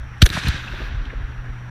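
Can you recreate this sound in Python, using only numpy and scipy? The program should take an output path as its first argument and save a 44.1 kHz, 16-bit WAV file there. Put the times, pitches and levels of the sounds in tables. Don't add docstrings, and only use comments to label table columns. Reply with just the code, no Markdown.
import sys
import numpy as np
from scipy import signal
from scipy.io import wavfile
from scipy.ndimage import uniform_filter1d

SR = 44100
rng = np.random.default_rng(int(sys.argv[2]) if len(sys.argv) > 2 else 0)


def materialize(psi):
    bounded = np.clip(np.atleast_2d(psi).T, -1, 1)
    quanta = np.round(bounded * 32767).astype(np.int16)
    wavfile.write(sys.argv[1], SR, quanta)


def rack_gain(trim_db):
    fader = np.asarray(trim_db, float)
    return 10 ** (fader / 20)


N = 74970
T = np.arange(N) / SR

# (middle [s], level [dB], half length [s], top of the treble [Hz])
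CRACKS = [(0.223, -8.5, 0.0052, 9500), (0.258, -29, 0.00087, 14000), (.262, -15.5, 0.0013, 12000),
          (.2655, -17.5, 0.0015, 13900), (0.275, -41, 0.0037, 14000), (.2912, -26.5, 0.00082, 11900),
          (0.3026, -20, .001, 8750), (0.326, -34, 0.003, 7000), (0.345, -36, 0.0048, 5000),
          (0.438, -26, 0.0017, 4960), (0.474, -21.5, 0.0036, 2970), (0.4844, -23.5, 0.00063, 14900),
          (0.4872, -22, 0.0027, 6000)]
# (frequency [Hz], level [dB])
CRACK_COLOUR = [(300, -35), (900, -14), (1600, -2.5), (2500, -2), (3500, 0.5), (5000, -6), (8000, -18),
                (15000, -9.5)]
# (frequency [Hz], width [Hz], level [dB])
RINGS = [(1610, 247, 2.5), (2520, 360, -8), (3660, 750, -4), (5870, 260, -2)]
# (time [s], level [dB], length [s])
LAUNCH_BOOM = (.2230, 1.8, .0365)
# (time [s], level [dB], length [s])
BOOM_ECHOES = [
    (.3, -19.5, 0.023),
    (0.349, -16.5, 0.017),
    (0.374, -11, 0.012),
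    (.445, -18.5, 0.031),
    (.4675, -13, 0.029),
    (.4825, -11.5, 0.031),
    (.541, -20, 0.028),
]
SLAP_TIMES = [.223, .258, .259, .265, .266, .31, .372, .374, .4855, .66, .68, .74, .812, 1.0555, 1.075,
              1.104, 1.135]
# (level [dB], half length [s], frequency [Hz], width [Hz])
SLAPS = [(-27.5, 0.0059, 537, 136), (-24, 0.0019, 1600, 460), (-32, 0.0045, 6360, 700),
         (-25.5, 0.0023, 3480, 206), (-31, 0.0086, 320, 360), (-38, 0.011, 324, 250),
         (-22.5, 0.0041, 1200, 1100), (-28, .003, 724, 200), (-36, 0.0019, 6900, 3300),
         (-41.5, 0.012, 190, 81), (-34, 0.0049, 2670, 280), (-35, .006, 185, 610), (-36, .01, 280, 490),
         (-40, 0.0023, 3380, 1400), (-42.5, 0.016, 253, 75), (-37.5, 0.0052, 1770, 850),
         (-37.5, 0.0051, 430, 300)]
# (middle [s], level [dB], half length [s], frequency
# [Hz])
ROLLS = [
    (.06, -35, .025, 51),
    (0.737, -25, 0.014, 48.7),
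    (.855, -28, 0.044, 44),
    (.95, -22.5, 0.0062, 85.5),
    (0.998, -22, 0.028, 41.5),
    (1.084, -26.5, 0.017, 45.4),
    (1.177, -24.5, 0.018, 44),
    (1.247, -21.5, 0.0089, 43),
    (1.394, -24, 0.014, 42),
    (1.511, -30.5, 0.039, 38),
]
# (time [s], level [dB])
WASH_LEVEL = [(.23, -60), (.28, -43.5), (.325, -34.5), (.328, -28), (.39, -27.5), (.41, -33), (.465, -26.5),
              (.5, -30), (.59, -32), (.62, -37), (.83, -35.5), (.95, -40.5), (1.36, -48.5), (1.7, -55)]
# (frequency [Hz], level [dB])
WASH_COLOUR = [(150, -7.5), (450, -15.5), (900, -15.5), (1500, -7), (3750, -10.5), (6500, -21),
               (10000, -25), (15500, -40)]
# (frequency [Hz], change [dB/s])
AIR_LOSS = [(200, 12), (1500, 1.5), (4000, -9.5), (7000, -23.5), (10000, -72), (15000, -100)]
# (time [s], level [dB])
HUM_LEVEL = [(0, -41), (.6, -37.5), (1.2, -43), (1.35, -36.5), (1.7, -34)]
# (multiple of the hum, level facing the lamps [dB], level turned to the sky [dB])
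BUZZ = [(45, -74, -84), (46, -69, -76), (47, -71, -75), (48, -69, -68), (49, -81, -84), (50, -80, -85),
        (51, -79, -88), (52, -83, -82)]
TURN_TIMES = (.3, 1.1)
# (time [s], level [dB], frequency [Hz], width [Hz])
TICK = (.1832, -58, 8300, 5000)
# (frequency [Hz], level [dB])
FLOOR_COLOUR = [(88, -26), (150, -7.5), (453, -25.5), (1630, -15.5), (3690, -34.5), (4930, -44.5),
                (5650, -42.5), (6470, -48.5), (15500, -66.5)]
# (time [s], level [dB])
WIND_LEVEL = [(0, -35), (.2, -34.5), (.3, -35.5), (.65, -36.5), (.8, -39), (1.2, -30), (1.5, -34.5),
              (1.7, -38.5)]
# (frequency [Hz], level [dB])
WIND_COLOUR = [(12, -41), (20, -16.5), (49, -2.5), (126, -18), (150, -48), (193, -28.5), (400, -40),
               (520, -38), (880, -120)]

HUM_HZ = 119.97


def shots():
    grit = spray()
    white = rng.standard_normal(N)
    out = np.zeros(N)
    for s, db, length in [LAUNCH_BOOM] + BOOM_ECHOES:
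        out += rack_gain(db) * boom(s, length)
    for s, db, length, top_hz in CRACKS:
        dulled = signal.lfilter(*signal.butter(2, top_hz, fs=SR), burst(s, length, grit))
        out += rack_gain(db) * dulled
    for s, (db, length, hz, width) in zip(SLAP_TIMES, SLAPS):
        out += rack_gain(db) * slap(s, length, hz, width, white)
    for s, db, length, hz in ROLLS:
        out += rack_gain(db) * roll(s, length, hz)
    return out


def spray():
    spikes = rack_gain(2.5 * evened(uniform_filter1d(rng.standard_normal(N), size=14)))
    return ring(noise(CRACK_COLOUR, size=256, patchy_db=4.5, flicker_db=-2.5) * spikes)


def ring(x):
    rung = sum(rack_gain(db) * resonate(x, hz, width) for hz, width, db in RINGS)
    return evened(evened(x) + rack_gain(-4.5) * evened(rung))


def burst(s, length, x):
    u = (T - s) / length
    top = np.exp(-u ** 6)
    skirt = 0.074 * np.exp(-abs(u) / 1.2)
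    tail = 0.23 * (1 - np.exp(-np.maximum(u, 0))) * np.exp(-abs(u) / 2.7)
    shape = top + skirt + tail
    return x * shape * np.linalg.norm(shape) / np.linalg.norm(x * shape)


def boom(s, length):
    lead_s, zero_s, rise_s = 0.00404, 0.00867, 0.0065
    stretch = 1.457
    u = np.maximum(T - s + lead_s, 1e-5)
    shape = np.exp(-(rise_s / u) ** 6 - (u / length) ** 3.5)
    return shape * np.sin(np.pi * np.log(u / zero_s) / np.log(stretch))


def slap(s, length, hz, width, white):
    x = resonate(white, hz, 2 * width)
    x = resonate(x, hz, width)
    x = resonate(x, hz, width)
    return burst(s, length, x)


def roll(s, length, hz):
    t = T - s
    swell = np.sqrt(2) * np.exp(-(t / length) ** 2 / 2)
    return swell * np.sin(2 * np.pi * hz * t * (1 - 3.4 * t))


def wash():
    x = ring(noise(WASH_COLOUR, size=256, patchy_db=1., flicker_db=.7, drift=AIR_LOSS, since=.36))
    early = x[round(.3 * SR):round(.5 * SR)]
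    opening = np.clip((T - .225) / 0.0067, 0, 1)
    return x / np.sqrt(np.mean(early ** 2)) * curve(WASH_LEVEL) * opening


def lamps():
    beat = 2 * np.pi * HUM_HZ * (T - .0085)
    wobble = 6 * resonate(rng.standard_normal(N), 2, 11.6)
    hum = curve(HUM_LEVEL) * np.sin(beat + wobble)
    drift = uniform_filter1d(rng.standard_normal((len(BUZZ), N)), size=1500, axis=1)
    waver = rack_gain(1.9 * evened(drift))
    buzz = np.zeros(N)
    for (multiple, lamp_db, sky_db), w in zip(BUZZ, waver):
        level = rack_gain(np.interp(T, TURN_TIMES, (lamp_db, sky_db)))
        buzz += level * w * np.cos(multiple * beat)
    return np.sqrt(2) * (hum + buzz)


def tick():
    s, db, hz, width = TICK
    t = T - s
    return rack_gain(db) * np.exp(-(t * width) ** 2) * np.sin(2 * np.pi * hz * t) * 3


def traffic():
    return rack_gain(-43.5) * noise(FLOOR_COLOUR, size=1024, patchy_db=2.0, flicker_db=0.7)


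def wind():
    return curve(WIND_LEVEL) * noise(WIND_COLOUR, size=2048, patchy_db=0.0, flicker_db=3.0)


def noise(colour, size, patchy_db, flicker_db, drift=((1, 0), (2, 0)), since=0.):
    hop = size / 4
    frames = N * 4 // size + 5
    hz = np.fft.rfftfreq(size, 1 / SR)
    real, imag, patch = rng.standard_normal((frames, len(hz), 3)).T
    patch = uniform_filter1d(patch, size=5, axis=0)
    patch = evened(uniform_filter1d(patch, size=6, axis=1))
    flicker = evened(uniform_filter1d(rng.standard_normal(frames), size=3))
    age = np.maximum(np.arange(frames) * hop / SR - since, 0)
    db = read(colour, hz)[:, None] + read(drift, hz)[:, None] * age
    db = db + patchy_db * patch + flicker_db * flicker
    spectra = (real + 1j * imag) * rack_gain(db)
    return evened(signal.istft(spectra, nperseg=size, noverlap=size * 3 // 4)[1][:N])


def resonate(x, hz, width):
    turn = np.exp(2j * np.pi * hz * np.arange(len(x)) / SR)
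    r = np.exp(-np.pi * width / SR)
    return 2 * (turn * signal.lfilter([1 - r], [1, -r], x / turn)).real


def evened(x):
    return x / np.sqrt(np.mean(x ** 2) + 1e-20)


def read(points, hz):
    f, value = np.transpose(points)
    return np.interp(np.log(hz + 1), np.log(f + 1), value)


def curve(points):
    return rack_gain(np.interp(T, *np.transpose(points)))


def scene():
    return (shots() + wash() + lamps() + tick() + traffic() + wind())[None]


def top_cut(x):
    return signal.sosfilt(signal.butter(12, 16330, fs=SR, output="sos"), x)


def record(dry):
    on_s, off_s = .217, .891
    highpass = signal.butter(2, 7000, "high", fs=SR, output="sos")
    hiss = signal.sosfilt(highpass, rng.standard_normal(N))
    steady = rack_gain(-73) * hiss[::-1]
    gate = np.clip((T - on_s) / .002, 0, 1) * np.clip((off_s - T) / .004, 0, 1)
    sizzle = rack_gain(-30 - 250 * abs(T - on_s))
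    x = dry + steady + (rack_gain(-61) + sizzle) * hiss * gate

    ceiling = 1.12
    x = x / (1 + abs(x / ceiling) ** 4) ** (1 / 4)

    edge = signal.firwin(255, 15050, window=("kaiser", 7), fs=SR)
    x = np.pad(x, ((0, 0), (127, 127)), "reflect")
    x = signal.oaconvolve(x, edge[None], "valid")
    x = x * np.clip((N / SR - T) / .004, 0, 1)
    return top_cut(x)


dry = scene()
out = record(dry)
materialize(out)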